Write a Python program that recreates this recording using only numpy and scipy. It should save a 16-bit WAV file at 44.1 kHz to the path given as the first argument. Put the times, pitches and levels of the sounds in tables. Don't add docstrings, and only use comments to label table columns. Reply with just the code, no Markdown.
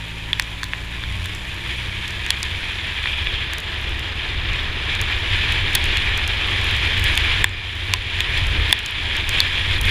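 import sys
import numpy as np
from scipy import signal
from scipy.fft import rfft, irfft, next_fast_len
from scipy.io import wavfile
from scipy.ndimage import uniform_filter1d, map_coordinates

SR = 44100
rng = np.random.default_rng(int(sys.argv[2]) if len(sys.argv) > 2 else 0)


def generate_wav(signal):
    frames = np.transpose(np.atleast_2d(signal))
    scaled = np.clip(frames, -1, 1) * 32767
    pcm = np.round(scaled).astype(np.int16)
    wavfile.write(sys.argv[1], SR, pcm)


def gain_from_db(level_db):
    decades = np.asarray(level_db, float) / 20
    return 10 ** decades


N = 436590

# t/s, airflow/dB, wetness/dB
AIR_AND_ROAD = [(0, -34.5, 0.5), (.9, -34, 1), (1.5, -32.5, 1.5), (2.1, -29, 0.5), (2.9, -27.5, -1),
                (3.45, -27, -5.5), (3.6, -29.5, -3), (4.7, -28, -5), (5.3, -22.5, -1), (6.3, -23.5, -2),
                (7.1, -20.5, 0), (8.1, -21.5, 0.5), (8.6, -20.5, -1), (9.3, -17.5, 2), (9.9, -17.5, 2)]
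SPRAY_GROWS = 0.55


def unit(x):
    return x / np.sqrt(np.mean(x ** 2) + 1e-20)


def curves(rows):
    s, *columns = np.transpose(rows)
    return [np.interp(np.arange(N) / SR, s, column) for column in columns]


def wobble(rate):
    knots = rng.standard_normal(int(N * 400 / SR) + 4)
    return map_coordinates(knots, [np.arange(N) * rate / SR])


def swells(rows):
    t = np.arange(0, N, 64) / SR
    humps = sum(db * np.exp(-8 * ((t - s) / length) ** 2) for s, length, db in rows)
    return np.interp(np.arange(N) / SR, t, humps)


def filtered(x, response):
    m = next_fast_len(N + 8192)
    return irfft(rfft(x, m) * response(np.fft.rfftfreq(m, 1 / SR)), m)[:N]


def resonances(modes):
    def response(f):
        return sum((-1) ** k * gain_from_db(db) * 1j * f * width / (centre ** 2 - f ** 2 + 1j * f * width)
                   for k, (centre, width, db) in enumerate(modes))
    return response


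def rush(spectrum, patchy_db):
    z = signal.stft(rng.standard_normal(N), nperseg=512)[2]
    patches = uniform_filter1d(rng.standard_normal(z.shape), size=6, axis=0)
    patches = uniform_filter1d(patches, size=10, axis=1)
    noise = signal.istft(z * gain_from_db(patchy_db * unit(patches)), nperseg=512)[1][:N]
    f, db = np.transpose(spectrum)
    return unit(filtered(noise, lambda hz: gain_from_db(np.interp(np.log(hz + 1), np.log(f + 1), db))))


def add(out, s, sound):
    part = out[round(s * SR):][:len(sound)]
    part += sound[:len(part)]


def ducking():
    # t/s, depth/dB
    cuts = [
        (5.74, 0.5),
        (7.426, 12),
        (7.925, 4),
        (8.712, 9),
        (9.39, 3.5),
    ]
    quick_s, quick_share = .003, .6
    settle_s, recover_s = 0.065, 0.57
    t = np.arange(0, N, 16) / SR
    gain_db = np.zeros(len(t))
    for s, depth_db in cuts:
        since = np.maximum(t - s, 0)
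        fall = 1 - quick_share * np.exp(-since / quick_s) - (1 - quick_share) * np.exp(-since / settle_s)
        gain_db -= depth_db * fall * np.exp(-(since / recover_s) ** 1.46)
    return np.interp(np.arange(N) / SR, t, gain_db)


def final_drive():
    # t/s, f/Hz, level/dB
    whine = [(0, 925, -52), (.6, 1000, -50), (1.2, 1085, -52), (1.5, 1130, -60), (2, 1200, -55),
             (2.6, 1280, -58), (9.9, 1500, -90)]
    whine_hz, whine_db = curves(whine)
    phase = 2 * np.pi * np.cumsum(whine_hz) / SR + .9 * wobble(40)
    return gain_from_db(whine_db + 2.5 * wobble(15)) * np.sin(phase)


def engine():
    # t/s, firing rate f/Hz, first order level/dB, third order level/dB
    revs = [(0, 53.6, -36, -44), (.6, 55.7, -35.5, -46), (1.2, 59.6, -35, -46.5), (2, 63, -34, -47.5),
            (2.4, 64.67, -36, -51), (3, 66.9, -35, -53), (3.6, 67.6, -36, -56), (7.4, 67, -33, -58),
            (9.9, 67, -33, -58)]
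    # order, level/dB re third order
    overtones = [(2, 5.5), (3, 1.5), (4, -15), (5, -6.5), (6, -17), (10, -15), (11, -16), (14, -11),
                 (15, -5), (17, -13)]
    fairing_hz, fairing_width_hz = 980, 130
    rate_hz, first_db, third_db = curves(revs)
    turn = 2 * np.pi * np.cumsum(rate_hz) / SR
    tone = gain_from_db(first_db + 2.5 * wobble(6)) * np.sin(turn)
    for order, db in overtones:
        off_db = 6 * (order > 12) * ((order * rate_hz - fairing_hz) / fairing_width_hz) ** 2
        level = gain_from_db(third_db + db - off_db + 0.63 * wobble(4.7))
        tone += level * np.sin(order * turn + 6 * rng.random())
    return np.sqrt(2) * (tone + final_drive())


def drizzle():
    chance = rng.random((900, 4))
    when = chance[:, 0] * (N - 1) / SR
    flow_db, wet_db = curves(AIR_AND_ROAD)
    spray_db = SPRAY_GROWS * (flow_db - flow_db[0]) + wet_db + ducking()
    spray_db += 3.5 * wobble(5)
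    tail_db = -3.5 * np.log(chance[:, 1] + 0.024)
    size_db = spray_db[(when * SR).astype(int)] - 57.5 + tail_db
    return np.c_[when, size_db - 12 * chance[:, 2], size_db + 7 - 7 * chance[:, 3]]


def band(x, lo_hz, hi_hz):
    return signal.sosfilt(signal.butter(3, [lo_hz, hi_hz], "band", fs=SR, output="sos"), x)


def ticks():
    # t/s, dull level/dB, bright level/dB
    splashes = [(.33, -33, -35), (.3965, -18.5, -14), (.632, -29, -33), (.6399, -30, -26), (1.257, -33, -25),
                (2.2633, -29.5, -30), (2.3044, -16.5, -12), (2.4296, -17.5, -25.5), (3.534, -30, -23),
                (3.5825, -32, -22), (3.6017, -34, -28), (4.9511, -31, -33), (5.0138, -24, -18.5),
                (5.522, -31, -24), (5.7509, -17, -2), (5.7542, -17.5, -14), (5.8406, -28, -24),
                (5.9703, -27, -25), (6.1756, -28.5, -25), (6.2765, -29, -20), (7.0405, -27, -15),
                (7.1746, -21.5, -17), (7.442, -12.5, -13), (7.9366, -15, -15), (8.2048, -25, -19),
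                (8.7265, -23, -10), (8.8605, -25, -25), (9.2912, -20, -15.5), (9.403, -20, -27),
                (9.8121, -25.5, -14.5),
                (.422, -29, -35), (1.2432, -37, -34), (1.3493, -36, -29), (3.813, -49, -35), (6.6692, -40, -34),
            (2.079, -30, -33), (2.1061, -34, -36), (6.6129, -39, -34), (3.8931, -43, -35),
            (3.9934, -35, -31), (4.532, -37, -46), (5.7319, -35, -34), (5.855, -37, -26),
            (7.4929, -38, -47), (6.643, -36, -26), (6.7101, -33, -28), (6.765, -34, -31),
            (6.9953, -32, -24), (7.0828, -36, -38), (7.1537, -28, -26), (8.376, -33, -27),
            (8.468, -33, -30), (8.6946, -35, -31), (8.7096, -36, -32), (8.7219, -35, -30), (8.79, -33, -27),
            (8.9084, -46, -29), (9.1663, -31, -24), (9.3417, -39, -36), (9.8532, -33, -25)]
    dull, bright, t = np.zeros(N), np.zeros(N), np.arange(256) / SR
    shape = gain_from_db(-60 * t / 0.0071)
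    for s, dull_db, bright_db in np.vstack([splashes, drizzle()]):
        z = rfft(shape * rng.standard_normal(len(t)))
        splash = shape ** .5 * irfft(z / np.abs(z) ** .7)
        splash /= np.linalg.norm(splash)
        add(dull, s + 0.00055, gain_from_db(dull_db + 26.0) * splash)
        add(bright, s + 0.00067, gain_from_db(bright_db + 19.5) * splash)
    sparkle = band(bright, 9800, 11640) + gain_from_db(-7.0) * band(bright, 10800, 16000)
    return band(dull, 3400, 8070) + sparkle


def drops():
    # t/s, top panel level/dB, then door, side and rim level/dB re top
    hits = [(0.3303, -4.5, -13.5, -11, -28), (0.3965, -14.5, 4.5, 4, -7), (0.6313, -21.5, 5, -15, -3),
            (0.64, -22, -12, -8, -7), (0.7335, -23.5, 8.5, 8.5, -17), (1.0368, -18.5, -3.5, -18, -24),
            (1.2565, -24, -1.5, -4, -12), (2.2635, -25.5, 3, 8, -15), (2.3042, -4.5, -10, -7, -8),
            (2.4287, -31, -5, 2, 9), (3.0393, -23, 0, 6, -15), (3.0565, -21, 7, -1, -13),
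            (3.0724, -24, -11, 12, -19), (3.27, -15, -24, 2.5, -31), (3.5341, -25, 3, -4, -7),
            (5.7514, -12.5, -4, -8, -10), (5.7546, -9, -9, -4, -12), (5.9713, -17, -22, -2, -7),
            (7.1755, -7, -9, -3, -15), (7.442, -5, 3.5, 1.5, -26), (7.9368, -10, -17, 5, -6),
            (8.2045, -9.5, -13, -3, -18), (8.726, 4.5, -6.5, -4.5, -15), (9.4025, -4, -10, -21, -3)]
    # f/Hz, t60/s, level/dB
    panels = [
        (3500, 0.011, 5),
        (1014, 0.015, 4.5),
        (1782, 0.0085, 8.5),
        (2530, 0.0032, 14),
        (4410, 0.0079, 11),
    ]
    # t/s, level/dB, f/Hz, t60/s
    latches = [
        (7.9376, -19.5, 1014, 0.057),
    ]
    door_low_db = -10.5
    out, t = np.zeros(N), np.arange(SR // 25) / SR
    hz, t60, panel_db = np.transpose(panels)[:, :, None]
    sign = np.array([[1], [-1], [1], [-1], [-1]])
    push = gain_from_db(-22) * np.sin(2 * np.pi * 450 * t) * gain_from_db(-60 * t / 0.0077)
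    onset = 1 - np.exp(-t / 0.00026)
    for s, db, door_db, side_db, rim_db in hits:
        detune = rng.normal(1, 0.018, (len(hz), 1))
        rings = sign * np.sin(2 * np.pi * hz * detune * t) * gain_from_db(panel_db - 60 * t / t60)
        mode_db = db + np.r_[0, door_db + door_low_db, door_db, side_db, rim_db]
        knock = gain_from_db(mode_db) @ rings + gain_from_db(db + door_db + 7) * push
        add(out, s + 0.00073, knock * onset)
    for s, db, latch_hz, latch_t60 in latches:
        add(out, s, gain_from_db(db - 60 * t / latch_t60) * np.sin(2 * np.pi * latch_hz * t))
    return out


def buffet(speed_db, shake):
    # f/Hz, level/dB
    rumble = [(7.1, -35), (12, 6), (85, 2), (101, -1.5), (160, -32), (210, -43), (350, -120)]
    # centre t/s, length/s, level/dB
    surges = [(.5, .3, -2), (3.6, 0.19, -1), (3.87, .15, 2), (4.75, 0.27, -2), (5.7, .3, 0.5),
              (5.9, 0.26, -1), (7.48, .25, 7.5), (7.75, .4, -1), (8.66, 0.087, -1), (8.9, .15, -5),
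              (9.02, .15, 4.5), (9.83, 0.13, 6)]
    level_db = -40 + 1.45 * speed_db + 2 * wobble(4.03) + swells(surges)
    return gain_from_db(level_db) * unit(rush(rumble, patchy_db=-0.5) + 0.65 * shake)


def roar(speed_db, flurry_db, eddies):
    # f/Hz, level/dB
    roar_colour = [(71, -16), (120, -4), (145, -3), (173, -10.5), (204, -9), (291, -8), (340, -4),
                   (533, -10.5), (573, -11.5), (976, -10), (1210, -8.5), (1450, -10), (1880, -32),
                   (3190, -120)]
    level_db = -47.5 + 1.116 * speed_db + 0.34 * wobble(3) + 0.16 * flurry_db
    return gain_from_db(level_db) * unit(gain_from_db(0.64 * eddies) * rush(roar_colour, patchy_db=1.0))


def airy_top(rise_db, wet_db, flurry_db, eddies, shake):
    # f/Hz, level/dB
    airy_colour = [(4500, -25), (6500, 5), (8500, -11), (11400, -3), (13200, -5), (14700, -13),
                   (15400, -12)]
    level_db = -57.5 + .25 * rise_db + 1.1 * wet_db + .6 * flurry_db
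    chop_db = 0.28 * eddies + 0.55 * shake
    return gain_from_db(level_db) * unit(gain_from_db(chop_db) * rush(airy_colour, patchy_db=.4))


def spray(rise_db, wet_db, flurry_db, eddies, shake):
    # f/Hz, level/dB
    fizz = [(2820, -14.5), (4800, -3), (5030, -2.5), (5300, -14), (5600, -4), (6410, -14.5), (7260, -5.5),
            (8490, -16.5), (9440, -7), (9860, -7), (11500, -28.5), (15000, -55), (22000, -120)]
    level_db = -51.5 + SPRAY_GROWS * rise_db + wet_db + 1.05 * flurry_db
    chop_db = 0.29 * eddies + 0.75 * shake + 1.2 * wobble(150)
    return gain_from_db(level_db) * unit(gain_from_db(chop_db) * rush(fizz, patchy_db=1.3))


def patter():
    # f/Hz, width/Hz, level/dB
    shell = [(1020, 200, -16), (1684, 103, 7.5), (2220, 350, 9), (3130, 500, 3), (3567, 110, 14.5),
             (4160, 880, 5.5)]
    impacts = rng.standard_normal(N) * (rng.random(N) < 600 / SR)
    return unit(filtered(impacts, lambda f: resonances(shell)(f) / (1 + (f / 4200) ** 8)))


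def seam_whistle(eddies):
    # f/Hz, width/Hz, level/dB
    cavities = [
        (2336, 230, 3),
        (3310, 560, 3),
    ]
    puffs = gain_from_db(1.1 * eddies) * rng.standard_normal(N)
    return unit(filtered(puffs, lambda f: resonances(cavities)(f) ** 2))


def hiss(flow_db, rise_db, flurry_db, eddies):
    # f/Hz, level/dB per Hz
    hiss_colour = [(410, -24.5), (700, -22), (955, -9), (1270, -15), (1470, -8.5), (1720, 0), (2110, -2),
                   (2400, 2.5), (2760, -2.5), (3340, 0.5), (3510, -3), (4280, -14.5), (4630, -23.5),
                   (4870, -16), (5500, -24.5), (7150, -32), (12100, -120)]
    # centre t/s, length/s, rise of the seam whistle/dB
    side_gusts = [
        (1.77, 0.14, 14),
        (3.1, 0.43, 13),
        (3.37, 0.4, 10.5),
    ]
    seam_db = -16 + 0.64 * rise_db + swells(side_gusts)
    air = unit(gain_from_db(eddies) * rush(hiss_colour, patchy_db=0.97)) + 0.47 * patter()
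    air += gain_from_db(seam_db) * seam_whistle(eddies)
    return gain_from_db(flow_db + flurry_db - 0.1) * air / np.sqrt(1 + gain_from_db(2 * seam_db))


def wind():
    # t/s, level/dB over the start
    speed = [(0, 1.5), (1, 3.5), (3.5, 7.5), (5.5, 10.5), (7.4, 12), (9.9, 13)]
    # centre t/s, length/s, level/dB
    gusts = [(.4, 0.09, 1.5), (.696, 0.072, -2), (.761, 0.097, 0.5), (.89, .1, -1), (1.1, .15, 1),
             (1.29, 0.17, 2), (1.76, .2, 2.5), (1.94, .15, -1.5), (3.07, 0.2, 2.5), (3.3, 0.61, 1.5),
             (3.6, 0.27, -1.5), (3.71, 0.13, 2.5), (4.08, .1, 1), (4.26, 0.13, 3), (4.41, 0.1, -1.5),
             (4.54, 0.35, 2.5), (4.92, 0.1, 3.5), (5.22, .12, -3.5), (5.43, 0.49, 1), (5.635, 0.088, -3),
             (6.0, .25, 1), (7.0, .1, -2), (7.1, .12, 1), (8.18, 0.14, 3), (8.37, 0.11, 3.5),
             (8.6, 0.1, -3.5), (9.25, 0.16, -4.5), (9.66, 0.14, -3), (9.81, .12, -8), (9.9, 0.21, 2)]
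    throb_hz, throb_width_hz = 92.3, 7
    flow_db, wet_db = curves(AIR_AND_ROAD)
    rise_db = flow_db - flow_db[0]
    speed_db, flurry_db = curves(speed)[0], swells(gusts)
    shake = unit(filtered(rng.standard_normal(N), resonances([(throb_hz, throb_width_hz, 0)])))
    eddies = 0.44 * wobble(25) + 1.0 * wobble(70) + 0.66 * shake
    low = buffet(speed_db, shake) + roar(speed_db, flurry_db, eddies)
    wet = airy_top(rise_db, wet_db, flurry_db, eddies, shake) + spray(rise_db, wet_db, flurry_db, eddies, shake)
    return low + wet + hiss(flow_db, rise_db, flurry_db, eddies)


def scene():
    steady = engine() + wind()
    return (gain_from_db(ducking()) * steady + drops() + ticks())[None]


def roll_off(x):
    return signal.sosfilt(signal.butter(12, 16470, fs=SR, output="sos"), x)


def record(dry):
    x = dry[0] / (1 + np.abs(dry[0] / .94) ** 8) ** (1 / 8)
    x = filtered(x, lambda hz: 1 / (1 + (hz / 15250) ** 150) + gain_from_db(-48) / (1 + (hz / 16300) ** 70))
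    return roll_off(x[None])


dry = scene()
out = record(dry)
generate_wav(out)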